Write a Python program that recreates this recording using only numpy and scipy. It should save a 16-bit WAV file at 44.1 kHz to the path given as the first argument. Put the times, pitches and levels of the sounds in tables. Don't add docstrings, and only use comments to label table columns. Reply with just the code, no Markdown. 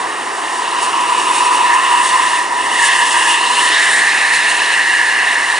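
import sys
import numpy as np
from scipy import signal
from scipy.fft import rfft, irfft, next_fast_len
from scipy.io import wavfile
from scipy.ndimage import uniform_filter1d, minimum_filter1d

SR = 44100
rng = np.random.default_rng(int(sys.argv[2]) if len(sys.argv) > 2 else 0)


def master(y):
    cut = np.clip(np.atleast_2d(y).T, -1, 1)
    pcm = np.round(cut * 32767)
    wavfile.write(sys.argv[1], SR, pcm.astype(np.int16))


def nominal_scale(level):
    x = np.asarray(level, float) / 20
    return 10 ** x


N = 246519

# (core width [Hz], skirt width [Hz], skirt shift [Hz], skirt level [dB])
PIPES = [
    (43.2, 180, 182, -5),
    (126, 260, 150.5, -1.5),
    (233, 497, -50, 5),
    (443, 1100, 150.5, -6),
]
# (time [s], level [dB], groove pitch [Hz])
FRONT_AXLE = [(0.0, -20, 981.4), (0.25, -26, 1025), (0.93, -15, 1000), (1.76, -11, 994.6),
              (1.82, -13.5, 1056), (1.93, -10, 997.7), (2.1, -16, 1010), (2.15, -11.5, 1026),
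              (2.38, -19, 983.5), (2.94, -17, 980.6), (3.58, -17, 995.7), (3.61, -13.5, 981.6),
              (3.77, -23.5, 1013), (4.47, -25.5, 975.9), (4.51, -20.5, 993.2), (4.75, -25, 971),
              (5.57, -23.5, 992.7), (5.59, -30, 949.5)]
# (time [s], level [dB], groove pitch [Hz])
REAR_AXLE = [(0.0, -29.5, 1866), (1.18, -28.5, 1820), (1.63, -27, 1856), (1.73, -16, 1872),
             (1.76, -23, 1873), (2.4, -21, 1849), (2.44, -27, 1869), (2.77, -22.5, 1884), (2.83, -15, 1820),
             (3.02, -17.5, 1785), (3.11, -27, 1864), (3.14, -15.5, 1748), (3.5, -25, 1828),
             (3.8, -13.5, 1812), (4.45, -15.5, 1817), (4.58, -20, 1778), (4.81, -15, 1800),
             (5.59, -17.5, 1819)]
# (time [s], level [dB], lower pipe [Hz], upper pipe [Hz])
SHOULDERS = [(0, -32, 2780, 3670), (0.551, -30.5, 2900, 3760), (.8, -24.5, 2860, 3780),
             (1.001, -24, 2760, 3760), (1.5, -21, 2680, 3680), (1.851, -22.5, 2830, 3760),
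             (2.36, -24.5, 2800, 3485), (2.499, -32, 2700, 3450), (2.831, -19.5, 2940, 3380),
             (3.052, -22, 2830, 3283), (3.32, -17, 2870, 3270), (3.42, -21, 2800, 4055),
             (3.68, -18, 2970, 3750), (3.929, -24, 2880, 3700), (4.15, -20.5, 2620, 3880),
             (4.64, -19, 2740, 3880), (4.899, -22.5, 2800, 3950), (5.59, -24, 2830, 3950)]
# (time [s], level [dB])
SIGHT = [(0, -30), (.2, -32), (.62, -27.5), (.95, -27), (1.302, -24), (1.8, -25.5), (2.1, -21.5),
         (2.39, -24), (2.498, -30), (2.66, -25), (2.8, -19), (3.28, -19.5), (3.4, -23), (3.72, -16.5),
         (4.15, -21.5), (4.65, -21.5), (5.2, -24.5), (5.59, -25)]
# (time [s], rise [dB], length [s])
PATCHES = [(0.84, 5.5, 0.048), (1.2, 3.5, .03), (1.37, 5.5, 0.06), (1.457, 4.5, 0.026), (1.549, 3.5, .04),
           (1.744, 4, 0.013), (2.062, 3, 0.058), (2.2, -0.5, 0.028), (2.27, 1, .03), (2.379, 0.5, 0.027),
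           (2.76, -1, 0.027), (2.859, 4, 0.039), (3.071, 3, 0.014), (3.128, 3.5, 0.013), (3.305, 4, 0.05),
           (3.546, 0, 0.027), (3.72, -1, 0.057), (3.974, 2, 0.051), (4.353, 5, 0.034), (4.498, 3, 0.026)]
# (mean [dB], then shares [1] of front axle, rear axle, shoulders, sight, patches)
PIPE_FOLLOWS = [(-20, 0.96, .01, .01, .01, 0.058), (-20, .01, 1.007, .01, .01, .05),
                (-23.5, .01, .01, 0.96, .01, 0.062), (-30, .01, 0.12, 0.081, 1, .3)]
HISS_FOLLOWS = [(-31, .01, 0.059, .01, 0.72, 0.9), (-29.5, 0.059, .01, .01, 0.9, 1.18)]
RUMBLE_FOLLOWS = [(-36, 0.19, -0.095, .01, -0.042, .01), (-29.5, -0.068, -0.02, .01, -0.076, .01)]
PIPE_FLUTTER_DB = [.9, .8, 1.3, 2.0]
PITCH_WANDER = [.008, .006, .008, .015]
CORE_TUNING = [0.99, 0.98]
# (frequency [Hz], density [dB per Hz])
HISS_LOW = [(2710, -1), (4600, 4.5), (4870, 2), (5280, 6), (7000, -0.5), (9100, -61), (15400, -120)]
HISS_TOP = [(4120, -28), (7000, -0.5), (7570, 2.5), (9190, 4), (10900, -4.5), (14200, -9), (22000, -120)]
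# (time [s], for the hiss [1], for the grooves [1])
ROAD_ECHO = [(0, 0.32, .05), (.7, .35, 0.15), (1.6, 0.36, 0.36), (2.3, 0.053, 0.44), (2.5, -0.054, 0.49),
             (3.1, -0.19, .75), (3.55, -0.17, 0.47), (3.8, -0.31, 0.072), (4.9, -0.6, 0.33),
             (5.59, -0.17, 0.17)]
# (time [s], lag [ms])
ECHO_LAG = [(0, 1.075), (.6, 1.06), (2.35, 1.105), (2.45, 1.225), (3.3, 1.24), (4.3, 1.262), (5.59, 1.275)]
# (time [s], frequency [Hz], level [dB])
HUM = [(0, 365, -52), (.4, 365, -43), (1.0, 368, -45), (1.4, 371, -40), (1.9, 371, -44), (2.5, 370, -44),
       (2.8, 362, -52), (3.2, 352, -46), (3.6, 350, -52)]
# (time [s], frequency [Hz], level [dB])
FAN = [(.2, 672, -52), (.7, 676, -45), (1.2, 680, -46), (1.7, 680, -54)]
# (time [s], firing rate [Hz], level [dB])
ENGINE = [(3.7, 183, -64), (3.87, 190, -51), (4.15, 205, -53), (4.4, 223, -51), (4.6, 238, -63),
          (4.95, 260, -57), (5.3, 266, -57), (5.59, 285, -59)]
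# (frequency [Hz], density [dB per Hz])
FAR_ENGINES = [(88, -26), (150, -23), (333, -2.5), (361, -4), (397, -2.5), (580, -6), (750, -56),
               (1280, -120)]
FAR_TYRES = [(480, -43.5), (640, -6), (720, -4), (850, -0.5), (1100, -0.5), (1420, -10.5), (1800, -6),
             (2300, -21), (3500, -31.5)]
# (frequency [Hz], density [dB per Hz])
BREEZE = [(20, -26), (43, -28), (76, -3), (113, -2.5), (167, -1), (200, -10), (260, -30), (440, -120)]
# (frequency [Hz], left leads by [rad])
PORT_PHASE = [(80, 0), (500, -.92), (1400, -1.0), (1750, -.63), (2120, -.9), (2400, -.22), (3800, -.5),
              (11000, -.03)]
# (frequency [Hz], left minus right [dB])
PORT_BALANCE = [(1000, -0.5), (1450, -2), (1900, -0.3), (2250, -4.5), (2800, 2), (4200, -1.5), (5200, 0),
                (7500, -1.3)]


def grooves():
    levels = follow(PIPE_FOLLOWS) + np.array(PIPE_FLUTTER_DB)[:, None] * drift(12.0, count=4)
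    pitches = groove_pitch()
    out = []
    for db, hz, (core, skirt, shift, skirt_db) in zip(levels, pitches, PIPES):
        tone = pair(*pipe(hz, core), scatter_db=-26.0)
        tone = tone + nominal_scale(skirt_db) * pair(*pipe(hz + shift, skirt), scatter_db=-17.0)
        out.append(nominal_scale(db - 3.0) * rms_one(tone))
    return out


def pipe(hz, width_hz):
    turn = 2 * np.pi * np.cumsum(hz) / SR
    a, b = slow(width_hz, (2, 2))
    swell = uniform_filter1d(a ** 2 + b ** 2, 2000)[0] / 2 if a.ndim == 1 else swell_of(a[0], b[0])
    return (a * np.cos(turn) + b * np.sin(turn)) * swell ** -.25


def swell_of(a, b):
    return uniform_filter1d(a ** 2 + b ** 2, 2000) / 2


def groove_pitch():
    long = [share * in_time(axle)[1] for share, axle in zip(CORE_TUNING, (FRONT_AXLE, REAR_AXLE))]
    wander = np.array(PITCH_WANDER)[:, None] * drift(8.0, count=4)
    return (long + in_time(SHOULDERS)[1:]) * (1 + wander)


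def hiss():
    low_db, top_db = follow(HISS_FOLLOWS)
    low_flutter, top_flutter = drift(11.0, count=2)
    low = nominal_scale(low_db + .6 * low_flutter) * pair(*coloured(HISS_LOW), scatter_db=-11.0)
    top = nominal_scale(top_db + .9 * top_flutter) * pair(*coloured(HISS_TOP), scatter_db=-13.5)
    return low + top


def road_echo(x, lag_ms, strength):
    late = [np.interp(np.arange(N) - lag_ms * SR / 1000, np.arange(N), c) for c in x]
    late = signal.sosfiltfilt(signal.butter(2, 8500, fs=SR, output="sos"), late)
    return (x + strength * late) / np.sqrt(1 + strength ** 2)


def follow(rows):
    t = np.arange(N // 40 + 2) * 40 / SR
    swings = [np.interp(t, *np.transpose(curve)[:2]) for curve in (FRONT_AXLE, REAR_AXLE, SHOULDERS, SIGHT)]
    flare = sum(db * np.exp(-2 * ((t - s) / length) ** 2) for s, db, length in PATCHES)
    influences = np.array([db - db.mean() for db in swings] + [flare])
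    rows = np.array(rows)
    return stretch(rows[:, :1] + rows[:, 1:] @ influences)


def rotating_tone(rows, orders):
    hz, db = in_time(rows)
    t = np.arange(N) / SR
    gate = np.clip(np.minimum(t - rows[0][0], rows[-1][0] + .2 - t) / .2, 0, 1)
    turn = 2 * np.pi * np.cumsum(hz) / SR + .3 * slow(2.0, ())
    level = nominal_scale(db + 2 * slow(3.0, ()))
    return np.sqrt(2) * gate * level * sum(nominal_scale(g) * np.sin(k * turn) for k, g in orders)


def rumble():
    engines_db, tyres_db = follow(RUMBLE_FOLLOWS) + 0.95 * drift(1.9, count=2)
    engines = nominal_scale(engines_db) * pair(*coloured(FAR_ENGINES), scatter_db=-16.0)
    tyres = nominal_scale(tyres_db + 3) * pair(*coloured(FAR_TYRES), scatter_db=-15.0)
    return engines + tyres


def breeze():
    level = nominal_scale(-60 + 3.0 * slow(4.0, ()))
    return level * pair(*coloured(BREEZE), scatter_db=-8.0)


def ports(x):
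    size = next_fast_len(N + 2048)
    hz = np.arange(size // 2 + 1) * SR / size
    half = nominal_scale(at_hz(PORT_BALANCE, hz) / 2) * np.exp(.5j * at_hz(PORT_PHASE, hz))
    return irfft(rfft(x, size) * [half, 1 / half], size)[:, :N]


def pair(direct, scattered, scatter_db):
    return direct + nominal_scale(scatter_db) * scattered * [[1], [-1]]


def coloured(spectrum):
    size = next_fast_len(N)
    gain = nominal_scale(at_hz(spectrum, np.arange(size // 2 + 1) * SR / size))
    return rms_one(irfft(rfft(rng.standard_normal((2, size))) * gain, size)[:, :N])


def lowpassed_noise(width_hz, rate, shape, run_in):
    r = np.exp(-2 * np.pi * width_hz / rate)
    noise = signal.lfilter([1], [1, -2 * r, r * r], rng.standard_normal(shape))
    return rms_one(noise[..., run_in:])


def slow(width_hz, shape):
    return lowpassed_noise(width_hz, SR, shape + (N + SR,), SR)


def drift(rate_hz, count):
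    return stretch(lowpassed_noise(rate_hz, SR / 40, (count, N // 40 + 1002), 1000))


def stretch(coarse):
    return np.array([np.interp(np.arange(N) / 40, np.arange(len(row)), row) for row in coarse])


def in_time(rows):
    s, *columns = np.transpose(rows)
    return [np.interp(np.arange(N) / SR, s, c) for c in columns]


def at_hz(points, hz):
    known_hz, values = np.transpose(points)
    return np.interp(np.log(hz + 1), np.log(known_hz + 1), values)


def rms_one(x):
    return x / np.sqrt(np.mean(np.abs(x) ** 2) + 1e-20)


def scene():
    hiss_echo, groove_echo = in_time(ROAD_ECHO)
    lag_ms = in_time(ECHO_LAG)[0] + .004 * slow(2.0, ())
    *low_pipes, top_pipe = grooves()
    tyres = road_echo(sum(low_pipes), 1.073, groove_echo)
    tyres = tyres + road_echo(hiss(), lag_ms, hiss_echo)
    tyres = tyres + top_pipe
    tyres = signal.sosfilt(signal.butter(4, 500, "high", fs=SR, output="sos"), tyres)
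    engines = rotating_tone(HUM, [(1, 0)]) + rotating_tone(FAN, [(1, 0)])
    engines = engines + rotating_tone(ENGINE, [(1, 0), (2, 0)])
    return ports(tyres + rumble() + engines) * nominal_scale(1.97) + breeze()


def roll_off(x):
    return signal.sosfilt(signal.butter(12, 11210, fs=SR, output="sos"), x)


def record(dry):
    ceiling, window = .92, 221
    room_left = np.minimum(1, ceiling / (np.abs(dry).max(axis=0) + 1e-9))
    held = dry * uniform_filter1d(minimum_filter1d(room_left, size=window), size=window)
    held = signal.sosfilt(signal.butter(1, 35, "high", fs=SR, output="sos"), held)
    size = next_fast_len(N)
    passed = np.arange(size // 2 + 1) * SR / size < 11010
    held = irfft(rfft(held, size) * passed, size)[:, :N]
    return roll_off(held)


dry = scene()
out = record(dry)
master(out)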